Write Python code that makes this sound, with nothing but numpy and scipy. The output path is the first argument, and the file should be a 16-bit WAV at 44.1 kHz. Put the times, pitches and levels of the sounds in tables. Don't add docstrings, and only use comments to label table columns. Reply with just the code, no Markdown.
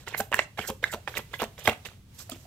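import sys
import numpy as np
from scipy import signal
from scipy.fft import rfft, irfft, next_fast_len
from scipy.io import wavfile
from scipy.ndimage import uniform_filter1d, map_coordinates

SR = 44100
rng = np.random.default_rng(int(sys.argv[2]) if len(sys.argv) > 2 else 0)


def transcribe(u):
    v = np.clip(np.atleast_2d(u).T, -1, 1)
    q = np.round(v * 32767).astype(np.int16)
    wavfile.write(sys.argv[1], SR, q)


def boost_factor(decibels):
    exponent = np.asarray(decibels, float) / 20
    return 10 ** exponent


N = 108838
TIME = np.arange(N) / SR


def unit(x):
    return x / np.sqrt(np.mean(x ** 2) + 1e-20)


def along(points, hz):
    f, v = np.transpose(points)
    return np.interp(np.log(hz + 1), np.log(f + 1), v)


def wobble(rate):
    knots = rng.standard_normal(int(N * rate / SR) + 4)
    return map_coordinates(knots, [np.arange(N) * rate / SR])


def filtered(x, response):
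    m = next_fast_len(N + SR // 2)
    return irfft(rfft(x, m) * response(np.fft.rfftfreq(m, 1 / SR)), m)[..., :N]


def noise(spectrum):
    return unit(filtered(rng.standard_normal(N), lambda hz: boost_factor(along(spectrum, hz))))


def patchy(x, depth_db):
    z = signal.stft(x, nperseg=128)[2]
    field = uniform_filter1d(rng.standard_normal(z.shape), size=3, axis=0)
    field = uniform_filter1d(field, size=3, axis=1)
    return unit(signal.istft(z * boost_factor(depth_db * unit(field)), nperseg=128)[1][:N])


def paired(pair, alike):
    def turn(hz):
        return np.arccos(np.clip(along(alike, hz), -1, 1)) / 2

    mid, side = filtered(pair, lambda hz: np.array([np.cos(turn(hz)), np.sin(turn(hz))]))
    return np.array([mid + side, mid - side])


def strokes(starts, stops, dbs, rise_s, fall_s):
    sag = 0.53
    softer = 0.079
    total = 0
    for start, stop, db in zip(starts, stops, dbs):
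        length = abs(stop - start)
        swell = np.minimum((TIME - start) / rise_s, 0)
        sagging = sag * np.clip((TIME - start) / length, 0, 1)
        release = np.minimum((stop - TIME) / (fall_s + softer * length), 0)
        total = total + boost_factor(db) * np.exp(swell - sagging + release)
    return total


def hits(rows, rise_s, t60_s, ring, crack_db, colour):
    out, lead = np.zeros(N + SR), 256
    t = (np.arange(4096) - lead) / SR
    swell = np.exp(np.minimum(t, 0) / rise_s)
    decay = boost_factor(-60 * np.maximum(t, 0) / t60_s)
    shape = uniform_filter1d(np.where(t < 0, swell, decay), size=9)
    gain = boost_factor(along(colour, np.fft.rfftfreq(len(t), 1 / SR)))
    for s, db, *pitch in rows:
        crack = shape ** 2 * irfft(rfft(rng.standard_normal(len(t))) * gain)
        modes = 0
        for hz in pitch:
            for k, (ratio, level_db) in enumerate(ring):
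                modes = modes + boost_factor(level_db) * np.sin(2 * np.pi * hz * ratio * t + k)
        hit = shape * modes + boost_factor(crack_db) * crack / abs(crack).max()
        out[round(s * SR):][:len(t)] += boost_factor(db) * hit
    return out[lead:lead + N]


# (frequency [Hz], level [dB])
LEFT_OVER_RIGHT = [(60, 0), (700, -1), (1300, -4), (2400, -12.5), (4400, -7.5), (8000, -9.5), (15000, -6.5)]


def lean_right(hz):
    return along(LEFT_OVER_RIGHT, hz) / 4 * np.array([[1], [-1]])


# (frequency [Hz], level [dB])
AIR_SPECTRUM = [(15, -45), (25, -5.5), (118, 4.5), (184, -6.5), (296, -14.5), (400, -18.5), (520, -36),
                (880, -120)]
# (frequency [Hz], level [dB])
HUSH_SPECTRUM = [(260, -34), (450, -6.5), (1300, -11), (3200, -10.5), (16000, -19.5)]
# (time [s], level [dB])
HAND_RUSTLE = [
    (0, -0.5),
    (1.9, 3.5),
    (2.0, -2.5),
    (2.06, -5),
    (2.151, 2),
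    (2.47, 3),
]
# (frequency [Hz], likeness [0 to 1])
DIFFUSE_LIKENESS = [(100, 1), (700, 0.65), (1400, 0.024)]


def floor():
    air = paired(np.array([noise(AIR_SPECTRUM), noise(AIR_SPECTRUM)]), DIFFUSE_LIKENESS)
    air = air * boost_factor(-51.5 + 0.35 * wobble(25))
    hush = paired(np.array([noise(HUSH_SPECTRUM), noise(HUSH_SPECTRUM)]), DIFFUSE_LIKENESS)
    rustle_db = np.interp(TIME, *np.transpose(HAND_RUSTLE))
    hush = hush * boost_factor(-67.5 + rustle_db + 0.97 * wobble(3.4))
    return air + filtered(hush, lambda hz: boost_factor(5.0 + lean_right(hz)))


# (start [s], length [s], level [dB])
EDGE_SCRAPES = [(0, 0.044, -57), (0.067, 0.019, -42), (0.09, 0.14, -45), (0.316, 0.05, -44),
                (0.364, 0.06, -39), (0.577, 0.025, -39), (0.61, 0.047, -44), (0.688, 0.017, -33),
                (0.828, 0.057, -41.5), (0.928, 0.026, -38), (1.077, 0.019, -38.5), (1.112, 0.073, -50.5),
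                (1.154, 0.049, -39.5), (1.314, 0.037, -53), (1.334, 0.026, -41), (1.398, 0.048, -34.5),
                (1.58, 0.056, -45), (1.652, 0.079, -36.5), (1.675, 0.023, -28.5), (1.852, 0.017, -39),
                (1.883, 0.059, -55), (2.185, 0.018, -59), (2.3, 0.066, -53), (2.359, 0.06, -78)]
# (frequency [Hz], level [dB])
CARD_BODY = [(150, -41.5), (400, -0.5), (1100, -6.5), (1900, -4.5), (2500, -2.5), (3500, -3), (4500, -12.5),
             (16000, -28)]
# (frequency [Hz], level [dB])
CORNER_SPECTRUM = [(1500, -13), (5000, 1), (8000, 7), (10000, 0), (12500, 4.5), (16000, -1)]
SCRAPE_RISE_S, SCRAPE_FALL_S = 0.0017, 0.0026


def scrapes():
    start, length, db = np.transpose(EDGE_SCRAPES)
    edge = patchy(noise(CARD_BODY), 4) + boost_factor(-22.5) * noise(CORNER_SPECTRUM)
    return strokes(start, start + length, db, SCRAPE_RISE_S, SCRAPE_FALL_S) * edge


# (fastest from [s], stop [s], level [dB], lower band [dB re level])
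FACE_SLIDES = [(0, 0.034, -64.5, 7), (0.086, 0.088, -47, 9), (0.179, 0.201, -31, -7.5),
               (0.354, 0.37, -41.5, -1), (0.387, 0.44, -65, 20), (0.584, 0.668, -52.5, 3.5),
               (0.677, 0.69, -36, 0), (0.83, 0.905, -58, 4.5), (0.919, 0.943, -44, 3),
               (1.087, 1.147, -56.5, 1.5), (1.169, 1.186, -42, 1), (1.335, 1.37, -55, 1.5),
               (1.386, 1.423, -49, -18), (1.593, 1.6, -48, 2.5), (1.642, 1.684, -43, -5.5),
               (1.861, 1.877, -50.5, 4.5), (2.147, 2.275, -61.5, 1.5), (2.19, 2.228, -51, 6.5),
               (2.314, 2.334, -53.5, 10), (2.353, 2.453, -63, 3)]
# (frequency [Hz], level [dB])
GLOSS_HIGH = [(3000, -31.5), (9500, -11), (12800, 0), (14500, -5.5), (16000, -19)]
# (frequency [Hz], level [dB])
GLOSS_LOWER = [(1500, -17), (7500, -3.5), (8600, -7.5), (10000, -41.5)]


def slides():
    rise_s, fall_s, lumps_db = 0.0039, 0.0034, 2
    start, stop, db, low_db = np.transpose(FACE_SLIDES)
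    high = strokes(start, stop, db, rise_s, fall_s) * patchy(noise(GLOSS_HIGH), lumps_db)
    low = strokes(start, stop, db + low_db, rise_s, fall_s) * patchy(noise(GLOSS_LOWER), lumps_db)
    return high + low


# (time [s], peak level [dB], pitch
# [Hz])
EDGE_SNAPS = [(0.0754, -29, 1440), (0.0806, -28.5, 1990), (0.1481, -22, 2020), (0.2025, -23, 1600),
              (0.207, -27, 1460), (0.3275, -21, 1860), (0.3354, -18.5, 1630), (0.3424, -22, 1800),
              (0.3924, -8, 1957), (0.3973, -19.5, 1680), (0.5925, -20, 2210), (0.9286, -30.5, 1380),
              (0.9376, -27, 1330), (1.0767, -22.5, 1770), (1.0816, -27, 1780), (1.1714, -24.5, 2720),
              (1.1764, -22.5, 1950), (1.4011, -30.5, 2840), (1.4201, -25, 1530), (1.658, -24.5, 3647),
              (1.6777, -13.5, 1620), (1.6888, -21.5, 1130), (1.8576, -29.5, 2770),
              (0.5754, -35.5, 1670),
    (0.5888, -28.5, 2030),
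    (0.602, -28.5, 1600),
    (2.295, -44.5, 1320),
    (1.1422, -33, 1610),
    (1.1925, -52, 1800),
    (1.888, -40, 2800),
]
# (frequency [Hz], level [dB])
CRACK_SPECTRUM = [(150, -59), (700, 5), (3000, 1.5), (4500, -11), (16000, -30)]


def snaps():
    ring = [(1, 0), (1.3723, -5.5), (2.1, -16)]  # (pitch ratio, dB)
    return hits(EDGE_SNAPS, 0.001, 0.009, ring, -0.5, CRACK_SPECTRUM)


# (time [s], peak level [dB], pitch
# [Hz])
PACKET_SLAPS = [(0.0758, -32.5, 884), (0.2036, -19, 652), (0.3185, -25.5, 570), (0.3922, -26, 676),
                (0.591, -22.5, 753), (0.7019, -30, 464.4), (0.9289, -34, 930), (0.9388, -24.5, 638),
                (0.9452, -27.5, 920), (1.1755, -31, 520), (1.1925, -30.5, 520), (1.4199, -20.5, 664),
                (1.4262, -23, 450), (1.4317, -21.5, 946), (1.6557, -29.5, 720), (1.6784, -11, 705),
                (1.6945, -22, 581), (1.6753, -10, 2040)]


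def slaps():
    ring = [(1, 0), (0.46, -18.5), (1.6, -8)]  # (pitch ratio, dB)
    return hits(PACKET_SLAPS, 0.00067, 0.016, ring, -2, CRACK_SPECTRUM)


# (start [s], length [s], level
# [dB], pitch [Hz])
EDGE_CHATTER = [(.14, .02, -33, 2140), (0.36, .02, -50.5, 1694), (.613, .022, -37.5, 2800),
                (0.616, .02, -40, 1940), (.641, .024, -36.5, 1737), (0.675, .01, -44, 1500),
                (0.702, .03, -37, 480), (0.86, .027, -57, 1900), (0.896, .018, -35, 1805),
                (0.955, .03, -45, 649), (1.17, 0.013, -35.5, 2183), (1.393, .01, -36.5, 2870),
                (1.452, .018, -44, 750), (1.74, .015, -51, 1733), (2.2, .02, -53.5, 1307),
                (2.311, .03, -48, 3070), (1.859, .55, -65.5, 225)]


def chatter():
    total = 0
    for s, length, db, hz in EDGE_CHATTER:
        stroke = strokes([s], [s + length], [db], SCRAPE_RISE_S, SCRAPE_FALL_S)
        beating = wobble(0.4 * hz)
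        total = total + stroke * beating * np.sin(2 * np.pi * hz * TIME)
    return total


# (time [s], peak level [dB], pitch [Hz], t60 [s])
FACE_RINGS = [(.197, -29, 504, 0.016), (.393, -19.5, 612, 0.017), (1.678, -15, 1128, 0.022),
              (1.6885, -20.5, 670, 0.019), (2.33, -45.5, 334, 0.095), (.1455, -20.5, 1650, .012),
              (.208, -25, 800, .04), (1.1715, -29, 2000, .014), (1.1925, -43, 900, .012),
              (.328, -21, 2860, 0.014), (.328, -20.5, 1120, 0.0059), (.344, -8.5, 1740, 0.011),
              (.344, -20.5, 2780, .012), (.341, -19, 1030, 0.01), (.3995, -21.5, 2200, .01),
              (.412, -33, 1920, 0.017), (.5865, -29, 960, 0.017), (.696, -31.5, 790, 0.015),
              (.7025, -24.5, 1020, 0.01), (.8412, -11, 1670, .014), (.8412, -14, 2072, 0.018),
              (.8415, -17, 3720, 0.0033), (1.339, -30, 1060, .015), (1.3405, -27, 2023, 0.038),
              (1.3405, -29, 1660, 0.024), (1.3405, -30, 3450, .012), (1.4225, -27, 542, 0.036),
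              (1.4395, -23.5, 634, 0.011), (1.4395, -31.5, 1800, .012), (1.682, -22.5, 570, 0.018),
              (1.708, -28.5, 804, 0.019), (1.722, -36, 780, 0.033), (1.73, -40.5, 703, 0.018),
              (2.2955, -37, 666, .04), (2.2975, -39, 4200, .012), (2.3205, -37, 259.5, 0.13),
              (2.322, -43.5, 620, 0.068), (2.322, -39, 1260, 0.022), (2.3192, -29.5, 3300, 0.0067),
              (2.454, -48.5, 708, 0.07)]


def rings():
    rise_s, total = 0.00067, 0
    for s, db, hz, t60 in FACE_RINGS:
        t = TIME - s
        decay = boost_factor(db - 60 * np.maximum(t, 0) / t60)
        swell = np.exp(np.minimum(t, 0) / rise_s)
        total = total + decay * swell * np.cos(2 * np.pi * hz * t)
    return total


# (time [s], peak level [dB])
CORNER_TICKS = [(.2028, -22), (.2073, -13.5), (.3186, -32), (.3432, -14.5), (.7015, -21), (.824, -58),
                (.8415, -25), (.9385, -26.5), (.9455, -33), (1.1763, -22.5), (1.1809, -18.5), (1.4205, -20),
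                (1.4318, -32), (1.4402, -26.5), (1.6755, -14.5), (1.6785, -17), (1.688, -28.5),
                (1.696, -23), (1.857, -35.5), (2.2978, -21.5)]


def ticks():
    return hits(CORNER_TICKS, 0.0007, 0.012, [], 0, CORNER_SPECTRUM)


# (time [s], peak level [dB])
PALM_THUMPS = [
    (.206, -31),
    (0.344, -37),
    (0.597, -34),
    (.702, -31.5),
    (0.945, -34),
    (1.19, -37),
    (1.43, -31.5),
    (1.686, -24),
]
# (frequency [Hz], level [dB])
PALM_MODES = [(85, -6.5), (220, -4), (430, -7)]


def thumps():
    rows = [(s, db, 1) for s, db in PALM_THUMPS]
    return hits(rows, 0.0095, 0.076, PALM_MODES, -200, CRACK_SPECTRUM)


# (frequency [Hz], share [0 to 1])
STRAIGHT_SHARE = [(600, 0.96), (2000, 1), (4000, 0.22), (12000, 0.15)]


def ports(x):
    lag_s = -6e-5
    t, scattered = np.arange(512) / SR, np.zeros(N + SR)
    for k in range(0, N, len(t)):
        paths = rng.standard_normal(len(t)) * boost_factor(-60 * t / 0.014)
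        part = signal.fftconvolve(x[k:k + len(t)], paths / np.linalg.norm(paths))
        scattered[k:k + len(part)] += part

    def share(hz):
        return np.clip(along(STRAIGHT_SHARE, hz), 0, 1)

    def straight_path(hz):
        return boost_factor(along(LEFT_OVER_RIGHT, hz)) * share(hz) * np.exp(-2j * np.pi * hz * lag_s)

    def scattered_path(hz):
        return boost_factor(along(LEFT_OVER_RIGHT, hz)) * np.sqrt(1 - share(hz) ** 2)

    left = filtered(x, straight_path) + filtered(scattered[:N], scattered_path)
    return np.array([left, x]) * boost_factor(3)


# (frequency [Hz], t60 [s])
ROOM_DECAY = [(300, 0.32), (2000, 0.23), (14000, 0.26)]


def room(x):
    out, step, delay = np.zeros((2, N + SR)), SR // 8, 180
    for k in range(0, N, step):
        hz, t, z = signal.stft(rng.standard_normal((2, SR // 2)), SR, nperseg=256)
        decay = boost_factor(-60 * t / along(ROOM_DECAY, hz)[:, None])
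        tail = signal.istft(z * decay, SR, nperseg=256)[1]
        wet = signal.fftconvolve(x[None, k:k + step], tail / np.linalg.norm(tail[0]), axes=1)
        out[:, k + delay:k + delay + wet.shape[1]] += wet
    return filtered(paired(out[:, :N], DIFFUSE_LIKENESS), lambda hz: boost_factor(lean_right(hz)))


def scene():
    background = floor()
    friction = scrapes() + slides() + chatter()
    contacts = snaps() + slaps() + ticks() + thumps()
    cards = friction + contacts + rings()
    return ports(cards) + boost_factor(-12.5) * room(cards) + background


def top_cut(x):
    return signal.sosfilt(signal.butter(12, 16970, fs=SR, output="sos"), x)


def record(dry):
    def microphone(hz):
        dip_db = -np.exp(-(np.log((hz + 1) / 9578) / 0.11) ** 2)
        return boost_factor(dip_db) / (1 + (hz / 15850) ** 150)

    return top_cut(filtered(dry, microphone))


dry = scene()
out = record(dry)
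transcribe(out)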